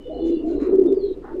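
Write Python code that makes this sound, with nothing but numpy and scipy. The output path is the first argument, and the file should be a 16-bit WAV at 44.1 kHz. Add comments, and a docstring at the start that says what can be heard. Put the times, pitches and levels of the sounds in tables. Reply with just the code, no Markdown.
"""A loft of wire cages: pigeons coo near and far, with small birds whistling outside.
Close to the microphone one bird throbs low, a wavering tone with breath around it; farther birds hold
softer tones. The flock murmurs behind as throbbing noise, over still air and a low hum with its third
harmonic. Feathers rustle and wings beat as swells of grainy noise; sharp broadband clicks fall, many at
the loud throbs. Pigeons, whistles and wings take on the sparse, short echoes of the loft."""
import sys
import numpy as np
from scipy import signal
from scipy.fft import rfft, irfft
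from scipy.io import wavfile

SR = 44100
rng = np.random.default_rng(int(sys.argv[2]) if len(sys.argv) > 2 else 0)


def volts(x):
    """Linear amplitude factor 10**(x/20) for a level x in dB, scalar or array-like."""
    e = np.asarray(x, float) / 20
    return 10 ** e


def to_wav(sig):
    """Store sig (one row per channel, or 1-D mono) as 16-bit WAV at the path in sys.argv[1].

    Samples outside -1..1 are clipped; the rate is SR.
    """
    pcm = np.clip(np.atleast_2d(sig), -1, 1) * 32767
    pcm = np.round(pcm).astype(np.int16)
    wavfile.write(sys.argv[1], SR, pcm.T)  # frames by channels


N = 61739  # samples, 1.4 s


def seconds():
    """Time of every sample in seconds."""
    return np.arange(N) / SR


def evened(x):
    """Scales to rms 1."""
    return x / np.sqrt(np.mean(x ** 2) + 1e-20)


def slow(count, hz):
    """Smooth random wandering, rolled off above hz, rms about 1."""
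    padded = count + 8192  # the spare samples keep the end from wrapping onto the start
    spectrum = rfft(rng.standard_normal(padded))
    rolloff = 1 + (np.fft.rfftfreq(padded, 1 / SR) / hz) ** 4
    return evened(irfft(spectrum / rolloff))[:count]


def coloured(x, points, stretch=1):
    """Filters x by a spectrum of (Hz, dB) points, its frequencies multiplied by stretch."""
    point_hz, point_db = np.transpose(points)
    hz = np.fft.rfftfreq(len(x), 1 / SR)
    gain_db = np.interp(np.log(hz + 1), np.log(point_hz * stretch), point_db)
    return irfft(rfft(x) * volts(gain_db), len(x))


def gate(start, length, edge):
    """A soft rise centred on the start, a hold, and a soft fall centred on the end."""
    t = seconds()
    nearest_end = np.minimum(t - start, start + length - t)
    return np.sin(np.pi / 2 * np.clip(nearest_end / edge + .5, 0, 1)) ** 2


def glide(start, length, from_hz, to_hz):
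    """Running phase of a straight glide in pitch, from a random starting phase."""
    hz = np.interp(seconds(), [start, start + length], [from_hz, to_hz])
    return 2 * np.pi * (np.cumsum(hz) / SR + rng.random())


# Still air of the loft. Each row: frequency in Hz, relative level in dB per Hz.
AIR_SPECTRUM = [(20, 8), (53, -14.5), (100, -13), (400, -11.5), (720, -23.5), (1420, -34), (3240, -39),
                (4660, -44.5), (6000, -49), (8000, -52), (12000, -58.5), (15500, -65)]
AIR_DB = -42.5  # rms


def still_air():
    """Steady noise, strongest in the bass and thinning towards the treble."""
    return volts(AIR_DB) * evened(coloured(rng.standard_normal(N), AIR_SPECTRUM))


# Swells of the low hum under the loft. Each row: time in seconds, level in dB.
HUM_SWELLS = [(0, -50.5), (0.198, -41.5), (.3, -37.5), (.4, -50.5), (0.571, -38.5), (0.699, -45),
              (1.4, -48.5)]
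HUM_HZ, HUM_DRIFT, HUM_DRIFT_HZ = 48.6, .025, 7.2  # pitch, rms drift as a fraction, speed of the drift
HUM_WAVER_DB, HUM_WAVER_HZ = 2.2, 16  # rms wavering of the level, and its speed
FIRST_DB, THIRD_DB = 0.0057, -14  # fundamental and third harmonic


def hum():
    """A low hum and its third harmonic, wavering in level and pitch."""
    s, db = np.transpose(HUM_SWELLS)
    hz = HUM_HZ * (1 + HUM_DRIFT * slow(N, HUM_DRIFT_HZ))
    phase = 2 * np.pi * np.cumsum(hz) / SR
    level = volts(np.interp(seconds(), s, db) + HUM_WAVER_DB * slow(N, HUM_WAVER_HZ))
    harmonics = volts(FIRST_DB) * np.sin(phase) + volts(THIRD_DB) * np.sin(3 * phase)
    return np.sqrt(2) * level * harmonics  # the root of 2 makes the levels rms


# Cooing of the flock behind. Each row: time in seconds, level in dB.
FLOCK_LEVELS = [(0, -39), (.06, -46), (.2, -30), (0.402, -32.5), (0.621, -26.5), (.8, -26), (.95, -28.5),
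                (1.12, -40), (1.3, -37), (1.4, -32)]
# Spectrum of that cooing. Each row: frequency in Hz, relative level in dB per Hz.
FLOCK_SPECTRUM = [(90, -45), (150, -32), (232, -7.5), (320, 1), (414, 1), (520, -12.5), (650, -19.5),
                  (850, -31), (1300, -40.5), (2200, -84.5)]
FLOCK_THROB_DB, FLOCK_THROB_HZ = 2.8, 25  # rms depth and speed of the throbbing


def flock():
    """Many throats at once: a low band of noise that throbs."""
    s, db = np.transpose(FLOCK_LEVELS)
    throb = volts(np.interp(seconds(), s, db) + FLOCK_THROB_DB * slow(N, FLOCK_THROB_HZ))
    return throb * evened(coloured(rng.standard_normal(N), FLOCK_SPECTRUM))


# Whistles of small birds outside.
# Each row: start in seconds, length in seconds, start pitch in Hz, end pitch in Hz, roughness from 0 to 1.
WHISTLES = [(.0, .42, 2960, 2940, .4), (.32, .13, 2810, 2780, .5), (.12, .17, 4170, 4200, .7),
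            (.19, .23, 3500, 3470, .55), (.3, .08, 4030, 4000, .55), (.49, .07, 1470, 1470, .5),
            (.555, .17, 4030, 3980, .8), (.865, .075, 3650, 3590, .6), (.93, .055, 4970, 4800, .6),
            (.96, .065, 4600, 4500, .5), (1.01, .06, 4260, 4170, .6), (1.05, .095, 4130, 3830, 1),
            (1.01, .13, 3420, 3280, .75), (.04, .09, 3550, 3500, .6), (.5, .09, 2800, 2790, .45),
            (.475, .075, 4150, 4050, .9), (.31, .12, 4520, 4470, .7)]
# Level of each whistle before its swell and fade. Each row: level in dB.
WHISTLE_LEVELS = [-55, -56, -60.5, -59.5, -59.5, -58.5, -60, -57, -67, -62, -53, -54.5, -65.5, -63.5, -67,
                  -62.5, -67]
WHISTLE_EDGE_S, WHISTLE_SPREAD_HZ, WHISTLE_FADE_DB = .025, 260, -5


def whistle(start, length, from_hz, to_hz, rough, db):
    """A thin tone that swells and fades, blurred by echoes into a fluttering band."""
    phase = glide(start, length, from_hz, to_hz)
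    spread_hz = WHISTLE_SPREAD_HZ * rough ** 1.5
    in_step = (1 - rough + rough * slow(N, spread_hz)) * np.sin(phase)
    out_of_step = rough * slow(N, spread_hz) * np.cos(phase)
    # loudest at two fifths of the length
    fade_db = WHISTLE_FADE_DB * abs(2 * (seconds() - start) / length - .8)
    return volts(db + fade_db) * gate(start, length, WHISTLE_EDGE_S) * evened(in_step + out_of_step)


# Held coos of pigeons farther off.
# Each row: start in seconds, length in seconds, start pitch in Hz, end pitch in Hz, level in dB before throbbing.
FAR_COOS = [(0.056, 0.03, 499.7, 493, -30.5), (0.08, 0.086, 312.6, 315, -33), (0.099, 0.038, 622, 626, -30),
            (0.124, 0.079, 495, 484, -33.5), (0.127, .08, 719, 684, -38.5),
            (0.222, 0.12, 504.4, 477.6, -34.5), (0.097, .17, 789, 817, -50),
            (0.444, 0.068, 676, 688, -34.5), (0.501, 0.074, 610, 620, -39.5),
            (0.781, 0.17, 284.8, 271.7, -28), (0.991, 0.081, 355.5, 415, -25.5),
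            (1.243, 0.093, 788, 933, -47.5), (1.349, 0.03, 553, 547, -35.5)]
COO_THROB_HZ, COO_THROB, COO_EDGE_S = 50, .35, .016  # speed and rms depth of the throb, soft edge
COO_HOARSE = .4  # rms wandering of the phase in radians


def far_coo(start, length, from_hz, to_hz, db):
    """A soft held tone that throbs unevenly, made hoarse by a wandering phase."""
    throb = 1 + COO_THROB * slow(N, COO_THROB_HZ)
    phase = glide(start, length, from_hz, to_hz) + COO_HOARSE * slow(N, COO_THROB_HZ)
    return volts(db) * gate(start, length, COO_EDGE_S) * throb * np.sin(phase)


# Throbs of the coos close to the microphone. Each row: middle in seconds, peak level in dB before the rattle,
# pitch in Hz before the waver, width in seconds at half amplitude.
NEAR_THROBS = [(0.241, -18.5, 331.6, 0.041), (0.275, -16.5, 329.9, 0.06845), (0.311, -17, 335.6, 0.083),
               (0.341, -15, 337.3, 0.015), (0.372, -19, 312.3, 0.025), (.405, -26.5, 319.9, 0.0093),
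               (0.447, -23.5, 305.2, 0.025), (0.477, -16.5, 326.2, 0.023), (0.492, -17, 322.4, 0.011),
               (0.504, -17, 348.7, 0.0094), (0.519, -17, 329.6, 0.012), (0.552, -16.5, 294.1, 0.0069),
               (0.562, -15.5, 291.1, 0.0091), (0.581, -19.5, 388.5, 0.007), (0.625, -16, 282.6, 0.01766),
               (0.657, -20, 384.5, 0.011), (0.672, -13, 376.9, 0.014), (0.685, -16, 332.6, 0.009),
               (0.696, -15, 364.1, 0.008), (0.714, -14.5, 354.7, 0.008), (0.74, -9.5, 384.7, 0.022),
               (0.756, -9, 375.7, 0.016), (0.772, -15, 363.6, 0.009), (0.792, -4, 386.6, 0.014),
               (0.819, -7.5, 384.8, 0.015), (0.86, -11, 340.5, 0.024), (0.893, -15, 413.2, 0.013),
               (0.911, -12, 399.1, 0.013), (0.93, -8.5, 381.8, 0.016), (0.976, -11.5, 373.3, 0.017),
               (1.05, -17.5, 402.2, 0.026), (1.087, -22.5, 381.6, 0.0093), (1.113, -18, 371.9, 0.021),
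               (1.348, -21, 354.7, 0.013), (1.382, -23.5, 367.6, 0.04)]
WAVER, WAVER_HZ = 0.014, 60.7  # rms waver of the pitch as a fraction, and its speed
BREATH_DB, BREATH_WIDTH_HZ = -11.5, 88.6  # breath relative to the tone, and its spread about the pitch
RATTLE_HZ, RATTLE, RATTLE_END_S, RATTLE_EDGE_S = 76, .22, .55, .27  # flutter of the throat in the early coos


def near_pigeon():
    """An almost pure tone from the swollen throat, pressed out in throbs, with breath around it."""
    t = seconds()
    s, db, hz, width = np.array(NEAR_THROBS).T[:, :, None]
    bells = volts(db) ** 2 * np.exp(-np.log(4) * (2 * (t - s) / width) ** 2)
    power = bells + 1e-12 / (1 + abs(t - s))  # the trace of power keeps a pitch defined in the gaps
    total = power.sum(0)
    pitch = (power * hz).sum(0) / total * (1 + WAVER * slow(N, WAVER_HZ))
    phase = 2 * np.pi * np.cumsum(pitch) / SR
    flutter = np.sin(2 * np.pi * RATTLE_HZ * t)
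    rattle = 1 + RATTLE * gate(0, RATTLE_END_S, RATTLE_EDGE_S) * flutter
    breath = slow(N, BREATH_WIDTH_HZ) * volts(BREATH_DB)
    return np.sqrt(total) * (rattle * np.sin(phase) + breath * np.cos(phase))


WHOOSH_DB, WHOOSH_WIDTH_HZ = 6, 180  # lift of the noise around the whoosh, and its reach


def feathers(start, length, db, spectrum, stretch=1, whoosh_hz=0):
    """Grainy air through feathers: a soft swell and fall, with a breathy pitch where the wing sweeps."""
    u = np.clip((seconds() - start) / length, 0, 1)
    grain = rng.standard_normal(N) * volts(2.5 * slow(N, 250))  # flutters by 2.5 dB rms
    away = (np.fft.rfftfreq(N, 1 / SR) - whoosh_hz) / WHOOSH_WIDTH_HZ
    whoosh = irfft(rfft(grain) * volts(WHOOSH_DB * np.exp(-away ** 2)), N)
    swell = abs(np.sin(np.pi * u ** .72)) ** 1.5  # rises faster than it falls
    return volts(db) * swell * evened(coloured(whoosh, spectrum, stretch))


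# Feather rustles in the cages. Each row: start in seconds, length in seconds, level in dB.
RUSTLE_TIMES = [(0.239, .11, -56.5), (0.452, 0.14, -60), (0.593, 0.1, -59.5)]
# Spectrum of a rustle. Each row: frequency in Hz, relative level in dB per Hz.
RUSTLE_SPECTRUM = [(800, -34), (2000, -4), (4000, -5), (5500, -13.5), (7000, -7.5), (8300, -26.5),
                   (9500, -17), (12000, -36.5)]


def rustles():
    """Feathers rustling: short bright swells of grainy noise."""
    return sum(feathers(*row, RUSTLE_SPECTRUM) for row in RUSTLE_TIMES)


# Sharp broadband clicks, many at the loud throbs.
# Each row: time in seconds, level in dB before the click spectrum, top of the snap in Hz.
CLICKS = [(.351, -40, 11000), (.632, -37, 14000), (.671, -36, 9500), (.732, -41, 7500), (.738, -41, 7500),
          (.756, -31, 9500), (.763, -41, 10000), (.798, -28, 9500), (.816, -33, 7500), (.823, -34, 7500),
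          (.841, -35, 10000), (.861, -32, 15000), (.868, -33, 13500), (.926, -27, 8700), (.946, -38, 8500),
          (1.051, -39, 12000)]
# Spectrum of the clicks. Each row: frequency in Hz, gain in dB.
CLICK_SPECTRUM = [(500, -18), (1200, 8), (3000, 5), (5000, 0), (8000, -3), (15000, -8)]
CLICK_T60_S, CLICK_TAIL_DB = .009, -21  # time for the tail to fall 60 dB, and its start below the snap
FAINT_PER_S, FAINT_DB = 30, -47  # faint clicks: average rate, level before the click spectrum


def clicks():
    """Each click is a sharp snap with a tiny noisy tail; faint ones fall at random."""
    t = np.arange(400) / SR
    faint = rng.standard_normal(N) * (rng.random(N) < FAINT_PER_S / SR)
    out = faint * volts(FAINT_DB)
    for s, db, top_hz in CLICKS:
        tail = volts(CLICK_TAIL_DB - 60 * t / CLICK_T60_S) * rng.standard_normal(400)
        snap = (t == 0) + tail
        b, a = signal.butter(8, top_hz, fs=SR)
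        out[round(s * SR):][:400] += volts(db) * signal.lfilter(b, a, snap)
    return coloured(out, CLICK_SPECTRUM)


# Wing beats in the loft. Each row: start in seconds, length in seconds, level in dB,
# brightness as a stretch of the spectrum, pitch of the whoosh in Hz.
WING_BEATS = [(0.585, 0.15, -44.5, 1.32, 1170), (0.653, .2, -53.5, 0.89, 1241),
              (1.218, 0.17, -45.5, 0.95, 1410)]
# Spectrum of a wing beat before its stretch. Each row: frequency in Hz, relative level in dB per Hz.
WING_SPECTRUM = [(400, -32), (620, -4.5), (850, 1.5), (1450, -6.5), (2050, -10), (2450, -33), (5000, -50.5)]


def wing_beats():
    """Wings sweeping air: swells of grainy noise with a breathy pitch."""
    beats = [feathers(start, length, db, WING_SPECTRUM, stretch, whoosh_hz)
             for start, length, db, stretch, whoosh_hz in WING_BEATS]
    return sum(beats)


LOFT_T60_S, LOFT_DB = .2, -13  # time for the echoes to fall 60 dB, their level against the direct sound


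def loft(x):
    """Sparse echoes of random sign dying away, none before 4 ms."""
    t = np.arange(SR // 2) / SR
    sparse = rng.standard_normal(len(t)) * (rng.random(len(t)) < .05)
    tail = sparse * volts(-60 * t / LOFT_T60_S) * (t > .004)
    echoes = signal.fftconvolve(x, tail / np.linalg.norm(tail))[:N]
    return x + volts(LOFT_DB) * echoes


def scene():
    """Birds and wings echo in the loft; clicks, flock, air and hum are added without echoes."""
    pigeons = near_pigeon() + sum(far_coo(*row) for row in FAR_COOS)
    small_birds = sum(whistle(*row, db) for row, db in zip(WHISTLES, WHISTLE_LEVELS))
    wings = wing_beats() + rustles()
    air = still_air()
    mix = loft(pigeons + small_birds + wings) + clicks() + flock() + air + hum()
    return mix[None]  # one channel


def roll_off(x):
    """The treble ends steeply here."""
    return signal.sosfilt(signal.butter(12, 15600, fs=SR, output="sos"), x)


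def record(dry):
    """Takes the finished mix at the level it has."""
    return roll_off(dry)


dry = scene()
out = record(dry)
to_wav(out)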